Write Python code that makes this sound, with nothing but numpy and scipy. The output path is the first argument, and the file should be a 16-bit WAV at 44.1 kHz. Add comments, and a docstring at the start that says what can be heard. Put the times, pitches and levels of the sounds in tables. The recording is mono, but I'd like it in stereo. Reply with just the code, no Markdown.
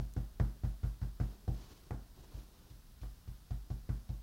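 """An ink pad in a plastic case is dabbed repeatedly onto a wooden stamp on a craft table.
Each dab thumps the table top through its cutting mat, knocks the wood block and ticks the case;
now and then the hard rim bumps the block. A fingernail clicks once; a sleeve brushes as the arm shifts.
A small room answers; a phone just above the table hears it over faint rumble and hiss."""
import sys
import numpy as np
from scipy import signal
from scipy.fft import rfft, irfft
from scipy.io import wavfile

SR = 44100
rng = np.random.default_rng(int(sys.argv[2]) if len(sys.argv) > 2 else 0)


def store_wav(level_fs):
    """Save 16-bit WAV to argv[1]."""
    pcm = np.round(np.clip(np.atleast_2d(level_fs), -1, 1) * 32767)
    wavfile.write(sys.argv[1], SR, pcm.T.astype(np.int16))


N = 186146
TIME_S = np.arange(N) / SR
RING_S = np.arange(int(.6 * SR)) / SR  # time axis of one impact

# dabs: (time [s], force [dB], contact [ms], case share of knock [0-1], share landing late by tilt [0-1])
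DABS = [(-.0145, -1.5, 3.6, 0.2, 0), (.165, -2, 0.89, 0.29, 0.02), (.399, 3.5, 0.76, 0.37, 0.02),
        (.635, 0.5, 3.2, 0.4, 0.47), (0.8326, 2, 6.3, 0.62, 0.22), (1.0158, -2.5, 3.4, 0.54, 0.5),
        (1.2003, .5, 1.3, 0.43, 0.12), (1.4787, -0.5, 0.36, 0.06, 0.01), (2.341, -5, 13.6, 0.1, 0.1),
        (2.701, -19.5, 5.4, 0.5, 0), (3.015, 0, 23, 0.86, .1), (3.276, -9.5, 5.8, 0.7, 0),
        (3.5064, -2.5, 5.2, 0.56, 0), (3.7026, -4.5, 2.8, 0.2, 0.13), (3.891, -1.5, 1.86, .62, 0.04),
        (4.0918, -5, 3.6, 0.17, 0.07)]
# contact noise on wood: (frequency [Hz], density [dB])
WOOD_SPECTRUM = [(120, -5), (280, 6), (450, -6), (570, -5), (730, -3), (1050, -13.5), (1500, -49),
                 (3000, -32.5)]


def dabs():
    """Force sets the thump; shorter contact gives a louder knock, shared by wood and case."""
    out = np.zeros((2, N))
    soft_ms = 1.7
    for start_s, force_db, contact_ms, case_share, tilt in DABS:
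        knock_db = force_db + 2.5 - 10 * np.log10(1 + contact_ms / soft_ms)
        wood_db, case_db = knock_db + 10 * np.log10([1 - case_share, case_share])
        edge_db = -10.5 + 0.24 * force_db
        out += blow(start_s, force_db, contact_ms, wood_db, case_db, edge_db, tilt)
    return out


def rim_knocks():
    """The hard rim bumps the block with little weight: much knock, little thump."""
    # rim bumps: (time [s], knock [dB])
    bumps = [(1.9078, 2), (2.179, -22), (3.0328, -9.5)]
    return sum(blow(start_s, thump_db=db - 8, contact_ms=1.7,
                    wood_db=db, case_db=db - 5, edge_db=db - 30, tilt=0.013)
               for start_s, db in bumps)


def blow(start_s, thump_db, contact_ms, wood_db, case_db, edge_db, tilt):
    """The pad crushes its felt, lands on one edge, thumps the table and rocks flat."""
    out = np.zeros((2, N))
    rock_s = .012
    add(out, start_s - RING_S[-1], undb(-42.5 + 0.59 * wood_db) * felt_crush())
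    add(out, start_s, undb(thump_db) * table_thump(contact_ms))
    for at_s, share in ((start_s, 1 - tilt), (start_s + rock_s, tilt)):
        add(out, at_s, np.sqrt(share) * contact(contact_ms, wood_db, case_db, edge_db))
    return out


def table_thump(contact_ms):
    """The table top rings; a longer push excites its high modes less."""
    # table modes: (frequency [Hz], level [dB], t60 [s], polarity under the phone [+1/-1])
    modes = [(48.84, -26, 0.34, -1), (53.47, -26, 0.22, 1), (79.6, -28.5, 0.15, 1),
             (120.36, -27.5, .23, -1), (137.3, -29.5, 0.075, 1), (167.2, -39.5, 0.27, -1),
             (195.3, -33, 0.12, -1), (201.7, -42, 0.3, 1), (234.8, -54, 0.59, 1), (261, -42, 0.17, -1),
             (304, -57, 0.3, 1), (329, -49, 0.28, -1), (403.3, -65.5, 0.73, 1), (432.6, -55, 0.19, -1)]
    return sum(np.sign(polarity) * ring(hz, db, t60_s) / (1 + (hz * contact_ms / 1e3) ** 2)
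               for hz, db, t60_s, polarity in modes)


def contact(contact_ms, wood_db, case_db, edge_db):
    """Pad meets stamp: block and case swell over the contact time, the hard edge ticks at once."""
    # block and case modes: (frequency [Hz], relative level [dB], t60 [s])
    wood_modes = [(500, -3, 0.12), (723, -5.5, 0.096), (730, 2, 0.048), (830, -6, 0.092), (1164, -12, 0.21)]
    case_modes = [(1450, -33, .06), (1460, -22, .04), (1437, 8.5, 0.073), (1954, 16, 0.018),
                  (2233, 4, 0.08)]
    # contact noise of case and edge: (frequency [Hz], density [dB])
    case_spectrum = [(500, 1.5), (1000, -1.5), (1450, 0.5), (2050, -7.5), (2500, -16.5), (4500, -34),
                     (9000, -22)]
    edge_spectrum = [(1200, -14), (2600, -1), (5400, 0), (6800, -6), (8500, -16), (16000, -22)]
    wood = undb(-50) * knock(wood_modes, scatter_db=4.5, detune=0.012)
    wood = wood + undb(-39.5) * crack(WOOD_SPECTRUM, 0.014, room_db=-16, early_db=-11, early_t60_s=0.17)
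    case = undb(-66.5) * knock(case_modes, scatter_db=-0.5, detune=0.0043)
    case = case + undb(-36.5) * crack(case_spectrum, 0.018, room_db=-20.5, early_db=-19.5, early_t60_s=.11)
    edge = undb(-48) * crack(edge_spectrum, 0.0064, room_db=-21, early_db=3, early_t60_s=0.043)
    press = 1 - np.exp(-2 * RING_S * 1e3 / contact_ms)
    return press * (undb(wood_db) * wood + undb(case_db) * case) + undb(edge_db) * edge


def knock(modes, scatter_db, detune):
    """A small body rings, slightly differently at each strike."""
    draws = rng.standard_normal((len(modes), 2))
    return sum(ring(hz * (1 + detune * pitch_draw), db + scatter_db * level_draw, t60_s)
               for (hz, db, t60_s), (pitch_draw, level_draw) in zip(modes, draws))


def crack(spectrum, t60_s, room_db, early_db, early_t60_s, room_t60_s=0.55):
    """Noise burst at the contact, then near reflections and the diffuse room tail."""
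    direct = noise(spectrum, side=0.33) * decay(t60_s)
    tail = undb(early_db) * decay(early_t60_s) + undb(room_db) * decay(room_t60_s)
    build_up = 1 - np.exp(-RING_S / 0.0051)
    return direct + noise(spectrum, side=0.073) * tail * build_up


def felt_crush(rise_s=0.001):
    """Inky felt crushes: dull noise swells until the pad bottoms out."""
    swell = np.exp(-RING_S[::-1] / rise_s)
    return lowpass(noise(WOOD_SPECTRUM, side=0.69) * swell, hz=2210)


def lingering_hiss(peak_s=0.028):
    """Faint hiss rises and sinks after each dab."""
    # hiss: (frequency [Hz], density [dB])
    spectrum = [(1200, -8), (2400, -3), (5000, -1), (7500, -6), (15000, -3.5)]
    power = 0
    for start_s, force_db, *_ in DABS:
        age = np.maximum(TIME_S - start_s, 0) / peak_s
        power += undb(-68.5 + 0.56 * force_db) ** 2 * age * np.exp(1 - age)
    return np.sqrt(power) * noise(spectrum, side=0.22, size=N)


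def nail_click(start_s=0.1378):
    """A fingernail clicks once on the case."""
    out = np.zeros((2, N))
    click = noise([(3000, -23), (6000, 6), (11500, -2), (15000, -12)], side=.2)
    add(out, start_s, undb(-46) * click * decay(t60_s=0.0029))
    return out


def sleeve():
    """Cloth slides in small catches as the arm moves, slightly to the right."""
    # arm strokes: (start [s], length [s], hiss [dB], rub [dB])
    strokes = [(1.2, 0.092, -71, -60.5), (1.511, 0.2, -64, -59.5), (2.139, .24, -68.5, -59),
               (2.528, 0.13, -76, -69)]
    # cloth hiss and low rub: (frequency [Hz], density [dB])
    hiss_spectrum = [(400, -14), (1000, 3), (2200, -5), (4000, -1), (6300, -3.5), (8000, -13),
                     (15000, -14.5)]
    rub_spectrum = [(120, 4.5), (270, -1.5), (360, 2.5), (520, -6.5), (800, -10), (1500, -22), (3000, -64)]
    hiss_gain, rub_gain = sum(np.outer(undb(levels_db), arm_stroke(start_s, length_s))
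                              for start_s, length_s, *levels_db in strokes)
    catch_s = np.arange(0, TIME_S[-1], .012)
    catch_db = 2.7 * np.interp(TIME_S, catch_s, rng.standard_normal(len(catch_s)))
    hiss = hiss_gain * noise(hiss_spectrum, side=0.057, size=N)
    rub = rub_gain * noise(rub_spectrum, side=0.16, size=N)
    pan_db = np.array([[-0.5], [0.5]])
    return undb(catch_db + pan_db) * (hiss + rub)


def arm_stroke(start_s, length_s, attack_s=0.024, swell_db=4.5, release_t60_s=0.82):
    """Envelope of one arm movement: sets in, gathers speed, dies away."""
    age_s = TIME_S - start_s
    attack = np.clip(age_s / attack_s, 0, 1)
    swell = undb(swell_db * (np.clip(age_s / length_s, 0, 1) - 1))
    release = np.exp(-np.log(1000) * np.maximum(age_s - length_s, 0) / release_t60_s)
    return attack * swell * release


def room_floor():
    """Steady room rumble and microphone hiss."""
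    # rumble and hiss: (frequency [Hz], density [dB])
    spectrum = [(18, -19), (32, 5), (65, -3), (120, -12.5), (200, -14.5), (340, -26), (480, -29),
                (800, -30), (1400, -31), (2300, -37.5), (3600, -33), (5300, -33), (7500, -38.5),
                (15000, -36.5)]
    return undb(-57.5) * noise(spectrum, side=0.39, size=N)


def noise(spectrum, side, size=len(RING_S)):
    """Coloured stereo noise; long waves reach both microphone ports alike."""
    # port difference in diffuse sound: (frequency [Hz], side level [dB])
    spread = [(40, -23), (200, -5), (600, -7), (1800, -7), (3000, -3), (4000, -10), (5400, -10), (7500, 0),
              (15000, -2)]
    pair = colour(rng.standard_normal((2, size)), spectrum)
    mid, difference = pair / np.sqrt(np.mean(pair ** 2))
    difference = colour(difference, spread)
    return mid + side * np.array([difference, -difference])


def ring(hz, db, t60_s):
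    """One struck mode."""
    return undb(db) * np.sin(2 * np.pi * hz * RING_S) * decay(t60_s)


def decay(t60_s):
    """Free decay after a blow."""
    return np.exp(-np.log(1000) * RING_S / t60_s)


def colour(x, spectrum):
    """Filter by (frequency [Hz], gain [dB]) points."""
    hz, db = np.transpose(spectrum)
    bin_hz = np.maximum(np.fft.rfftfreq(x.shape[-1], 1 / SR), 1)
    gain = undb(np.interp(np.log(bin_hz), np.log(hz), db))
    return irfft(rfft(x) * gain, x.shape[-1])


def lowpass(x, hz):
    """Low-pass filter: the treble falls away above hz."""
    return signal.sosfilt(signal.butter(4, hz, fs=SR, output="sos"), x)


def undb(db):
    """Decibels to gain."""
    return 10 ** (np.asarray(db) / 20)


def add(out, start_s, sound):
    """Mix a sound in at start_s."""
    at = int(round(start_s * SR)) + np.arange(sound.shape[-1])
    inside = (at >= 0) & (at < N)
    out[:, at[inside]] += sound[..., inside]


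def scene():
    """Dabs, rim knocks, nail click and sleeve over the quiet room."""
    impacts = lowpass(dabs() + rim_knocks(), hz=7670)
    return impacts + lingering_hiss() + nail_click() + sleeve() + room_floor()


def record(dry, cutoff_hz=15800):
    """The right port is more sensitive above the bass; the phone cuts the top."""
    # port imbalance: (frequency [Hz], left minus right [dB])
    imbalance = [(70, -.2), (140, -.6), (260, -2.1), (600, -3.4), (1300, -3.9), (2700, -5.4), (3600, -1.1),
                 (5400, -.5), (6700, -2.2), (7800, -6.7), (12000, -7.2), (15000, -4.8)]
    left = colour(dry[0], [(hz, db / 2) for hz, db in imbalance])
    right = colour(dry[1], [(hz, -db / 2) for hz, db in imbalance])
    top_cut = signal.ellip(10, .2, 80, cutoff_hz, fs=SR, output="sos")
    return signal.sosfilt(top_cut, np.array([left, right]))


dry = scene()
out = record(dry)
store_wav(out)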